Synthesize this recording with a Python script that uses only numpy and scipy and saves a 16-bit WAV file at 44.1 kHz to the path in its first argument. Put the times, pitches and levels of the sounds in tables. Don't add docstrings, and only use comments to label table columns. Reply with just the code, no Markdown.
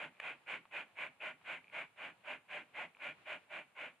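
import sys
import numpy as np
from scipy import signal
from scipy.fft import rfft, irfft
from scipy.io import wavfile
from scipy.ndimage import map_coordinates

SR = 44100
rng = np.random.default_rng(int(sys.argv[2]) if len(sys.argv) > 2 else 0)


def generate_wav(sig):
    pcm = np.round(np.clip(np.atleast_2d(sig).T, -1, 1) * 32767).astype(np.int16)
    wavfile.write(sys.argv[1], SR, pcm)


N = 176400


def undb(db):
    return 10 ** (np.asarray(db) / 20)

def unit(x):
    return x / np.sqrt(np.mean(x ** 2))

def curve(points):
    hz, db = np.array(points, float).T
    return np.interp(np.log(np.arange(N // 2 + 1) * SR / N + 1e-9), np.log(hz), db)

def colour(x, points):
    cepstrum = irfft(np.log(undb(curve(points))), N)
    fold = 1 + np.sign(N / 2 - np.arange(N))
    fold[0] = 1
    response = irfft(np.exp(rfft(cepstrum * fold)), N)[:N // 20]
    return signal.fftconvolve(x, response)[:N]

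def ring(x, hz, width_hz):
    return signal.lfilter(*signal.iirpeak(hz, hz / width_hz, fs=SR), x)

def wander(hz):
    knots = np.arange(N) / SR * hz
    return unit(np.interp(knots, np.arange(N), rng.standard_normal(N)))

def stereo(mid, side, width):
    side = colour(side, width)
    return np.array([mid + side, mid - side])

def clicks(table, shape):
    out = np.zeros(N)
    for start, db in table:
        i = int(start * SR)
        out[i:] += undb(db) * shape[:N - i] / np.abs(shape).max()
    return out


# f/Hz, level/dB
HUSH_TONE = [(20, -25.5), (60, -13.5), (100, 0.5), (200, 1.5), (300, -3), (600, 0.5), (900, 2.5),
             (1400, -2), (2000, -3), (2500, 0), (3200, -8), (4200, -15), (5800, -28.5), (9000, -43)]
# f/Hz, side level against centre/dB
ROOM_WIDTH = [(60, -14), (250, -7.5), (600, -7.5), (1200, -5), (2400, -3), (4500, -1.5), (8000, 10.5),
              (15000, -5.5)]
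HUSH_DB, WAVER_DB = -70.5, -1.77
def hush():
    mid, side = (colour(rng.standard_normal(N), HUSH_TONE) for _ in range(2))
    return unit(stereo(mid, side, ROOM_WIDTH)) * undb(HUSH_DB + WAVER_DB * wander(hz=14))

ECHO_FADE_S, ECHO_DB, FIRST_ECHO_S = 0.28, -12.5, 0.0057
def shed_echo(x):
    t = np.arange(N) / SR
    fade = (t > FIRST_ECHO_S) * undb(-60 * t / ECHO_FADE_S)
    tail = stereo(*(rng.standard_normal((2, N)) * fade), ROOM_WIDTH)[:, :SR // 2]
    tail = tail / np.sqrt(np.sum(tail ** 2) / 2)
    return undb(ECHO_DB) * signal.fftconvolve(x.mean(axis=0)[None], tail, axes=1)[:, :N]

# t/s, peak level/dB
TAPS = [(.6545, -46), (.659, -54), (1.414, -54), (2.969, -50)]
# f/Hz, level/dB
TAP_TONE = [(100, -5), (500, -5), (1050, 12.5), (1700, -0.5), (2700, 3), (4200, -18), (6000, -63)]
def taps():
    return clicks(TAPS, colour(signal.unit_impulse(N), TAP_TONE))

# t/s, peak level/dB
CREAKS = [(.151, -60), (.169, -57), (.181, -61), (.191, -62), (.988, -43), (1.643, -50), (1.659, -70),
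          (1.671, -55), (1.681, -49.5), (1.699, -50), (2.512, -40), (2.949, -50), (2.970, -55)]
def creaks():
    tick = colour(signal.unit_impulse(N), RASP_TONE)
    return clicks(CREAKS, ring(tick, hz=2390, width_hz=260))

# t/s, peak level/dB
SNAPS = [(.2005, -29.5), (.2022, -33.5), (.2039, -34)]
# f/Hz, level/dB
SNAP_TONE = [(100, -30), (550, -8), (1200, -6), (2200, 4.5), (2800, -2), (3800, -21), (5500, -37),
             (8800, -27.5), (12000, -46), (15500, -66)]
def snap():
    return clicks(SNAPS, colour(signal.unit_impulse(N), SNAP_TONE))

SQUEAK_AT_S, SQUEAK_LENGTH_S, SQUEAK_DB = 1.197, 0.042, -47
def squeak():
    span, gain = swell(SQUEAK_AT_S, SQUEAK_LENGTH_S, skew=1, pan_db=0)
    tone = ring(colour(catches(), RASP_TONE), hz=2540, width_hz=140)
    out = np.zeros((2, N))
    out[:, span] = gain * undb(SQUEAK_DB) * unit(tone[span])
    return out

# f/Hz, level/dB
FLAP_TONE = [(15, -44), (40, -32), (70, -14.5), (110, -21), (145, -1), (205, -4.5), (260, -0.5),
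             (400, -8.5), (900, -31), (4000, -91)]
def flapping():
    return unit(colour(rng.standard_normal(N), FLAP_TONE))

CATCHES_PER_S, CATCH_SPREAD_DB = 5200, 1
def catches():
    happens = rng.random(N) < CATCHES_PER_S / SR
    size = undb(CATCH_SPREAD_DB * np.minimum(rng.exponential(size=N), 4.5))
    return happens * size * np.sign(rng.standard_normal(N))

def ringing_catches(tone, rings):
    drive = colour(catches(), tone)
    return sum(undb(db) * unit(ring(drive, hz, width)) for hz, width, db in rings)

# f/Hz, level/dB
RUB_TONE = [(30, -41), (130, -22), (300, -10), (420, -7), (560, 0), (800, 0.5), (1100, 0.5), (1800, -28.5),
            (5000, -58)]
def low_rub():
    return colour(catches(), RUB_TONE)

# f/Hz, width/Hz, level/dB
POST_RINGS = [(331, 43, -12.5), (608, 27, 3.5), (733, 40, -9.5)]
POST_DRIFT = 0.00699
def post_ring():
    position = np.cumsum(1 + POST_DRIFT * wander(hz=4))
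    return map_coordinates(ringing_catches(RUB_TONE, POST_RINGS), [position], order=1, mode="mirror")

SLIPS_PER_S, SLIP_JITTER, SLIP_SPREAD_DB, SLIP_WIDTH_HZ = 230, .45, 2.5, 150
def skin_slips():
    wait, size = rng.standard_normal((N // 20, 2)).T
    at = (np.cumsum(np.exp(SLIP_JITTER * wait)) / SLIPS_PER_S * SR).astype(int)
    strength = undb(SLIP_SPREAD_DB * np.clip(size, -2, 2))
    return colour(np.bincount(at[at < N], strength[at < N], N), RASP_TONE)

# f/Hz, level/dB
RASP_TONE = [(30, -59), (150, -45), (450, -24.5), (800, -15), (1050, -9.5), (1250, -10), (1550, -0.5),
             (1850, -3), (2450, 0), (2950, -4.5), (3400, -13.5), (4200, -26.5), (5500, -40), (7200, -32.5),
             (9500, -36.5), (11500, -50), (15500, -76)]
# f/Hz, width/Hz, level/dB
RASP_RINGS = [(1041, 70, -17.5), (1427, 26, -11.5), (1510, 81, -14.5), (2083, 79, -9), (2265, 55, -13),
              (2376, 50, -10.5)]
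def fibre_rasp():
    return unit(colour(catches(), RASP_TONE)) + ringing_catches(RASP_TONE, RASP_RINGS)

# f/Hz, side level against centre/dB
SCRAPE_WIDTH = [(200, -18), (600, -19), (1200, -15.5), (2400, -8), (4000, -8), (7000, -8.5), (9000, -0.5)]
def along_edge(source):
    return stereo(unit(source()), unit(source()), SCRAPE_WIDTH)

SPEED_POWER = 2.19
def swell(start, length, skew, pan_db):
    span = np.arange(max(int(start * SR), 0), min(int((start + length) * SR), N))
    progress = np.clip((span / SR - start) / length, 0, 1)
    speed = np.abs(np.sin(np.pi * progress ** skew))
    return span, speed ** SPEED_POWER * undb(np.array([[pan_db], [-pan_db]]) / 2)

# t/s, length/s, skew (under 1 is fastest early), chatter f/Hz,
# level/dB at full speed of rasp, rub, post, chatter and flap, then left minus right/dB
STROKES = [(-.045, 0.16, 0.79, 2460, -45.5, -53.5, -57, -57, -63.5, -1),
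           (0.177, 0.2, 0.96, 2510, -45.5, -53.5, -74, -52, -69.5, -1.5),
           (0.454, 0.16, 0.82, 2270, -43.5, -52.5, -68, -47.5, -62, -1.5),
           (0.7, 0.17, 0.83, 2440, -44.5, -52.5, -62.5, -51, -68.5, -1),
           (0.943, 0.17, 0.97, 2230, -45, -53, -60.5, -45, -67.5, -1),
           (1.191, 0.17, 0.77, 2300, -45, -54, -55.5, -49.5, -67, -1),
           (1.434, 0.19, 0.78, 2170, -45, -54, -59.5, -51.5, -69.5, -1),
           (1.707, 0.18, 0.79, 2250, -45, -53, -56.5, -49, -69.5, -0.5),
           (1.95, 0.2, 0.88, 2250, -47.5, -56.5, -59.5, -63, -66.5, -1),
           (2.221, 0.18, 1, 2380, -46, -54, -55.5, -52.5, -68, -1.5),
           (2.474, 0.19, 0.78, 2316, -46, -55.5, -56.5, -54.5, -66.5, -1),
           (2.726, 0.17, 0.86, 2084, -45, -52, -57, -49, -67, -1),
           (2.979, 0.18, 0.88, 2330, -45.5, -55, -56, -47, -66, -1),
           (3.237, 0.17, 0.9, 2340, -45, -55.5, -51.5, -53, -69.5, -1),
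           (3.485, 0.18, 0.76, 2320, -47, -56, -55, -52.5, -68.5, -1),
           (3.742, 0.2, 0.78, 2190, -47.5, -55, -59, -51.5, -70, -.5)]
GRIP_HZ, GRIP_DB, FLAP_LAG_S = 172.5, 0.19, 0.036
def scrape():
    rasp = along_edge(fibre_rasp)
    rub = along_edge(low_rub)
    post = along_edge(post_ring)
    slips = along_edge(skin_slips)
    flap = flapping()
    grip = undb(GRIP_DB * wander(GRIP_HZ))
    out = np.zeros((2, N))
    for start, length, skew, chatter_hz, rasp_db, rub_db, post_db, chatter_db, flap_db, pan_db in STROKES:
        span, gain = swell(start, length, skew, pan_db)
        friction = grip[span] * (undb(rasp_db) * rasp[:, span] + undb(rub_db) * rub[:, span])
        chatter = undb(chatter_db) * unit(ring(slips[:, span], chatter_hz, SLIP_WIDTH_HZ))
        out[:, span] += gain * (friction + undb(post_db) * unit(post[:, span]) + chatter)
        span, gain = swell(start + FLAP_LAG_S, length, skew, pan_db)
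        out[:, span] += gain * undb(flap_db) * unit(flap[span])
    return out

def scene():
    direct = scrape() + squeak() + creaks() + taps() + snap()
    return direct + shed_echo(direct) + hush()

# f/Hz, left minus right/dB
MIC_BALANCE = [(60, -1), (300, -1), (600, -1.5), (1100, -1.3), (2200, 0.6), (9000, 1)]
# f/Hz, level/dB
HISS_TONE = [(3000, -17), (5800, -8), (7300, 0), (9000, 1.5), (11000, -3), (13000, -9), (15500, -21)]
HISS_DB, TOP_HZ = -85, 15700
def record(dry):
    half = curve(MIC_BALANCE) / 2
    hiss = np.array([unit(colour(rng.standard_normal(N), HISS_TONE)) for _ in range(2)])
    heard = irfft(rfft(dry) * undb(np.array([half, -half])), N) + undb(HISS_DB) * hiss
    heard = heard - ring(heard, hz=7930, width_hz=310)
    return signal.sosfilt(signal.ellip(8, .2, 70, TOP_HZ, fs=SR, output="sos"), heard)


dry = scene()
out = record(dry)
generate_wav(out)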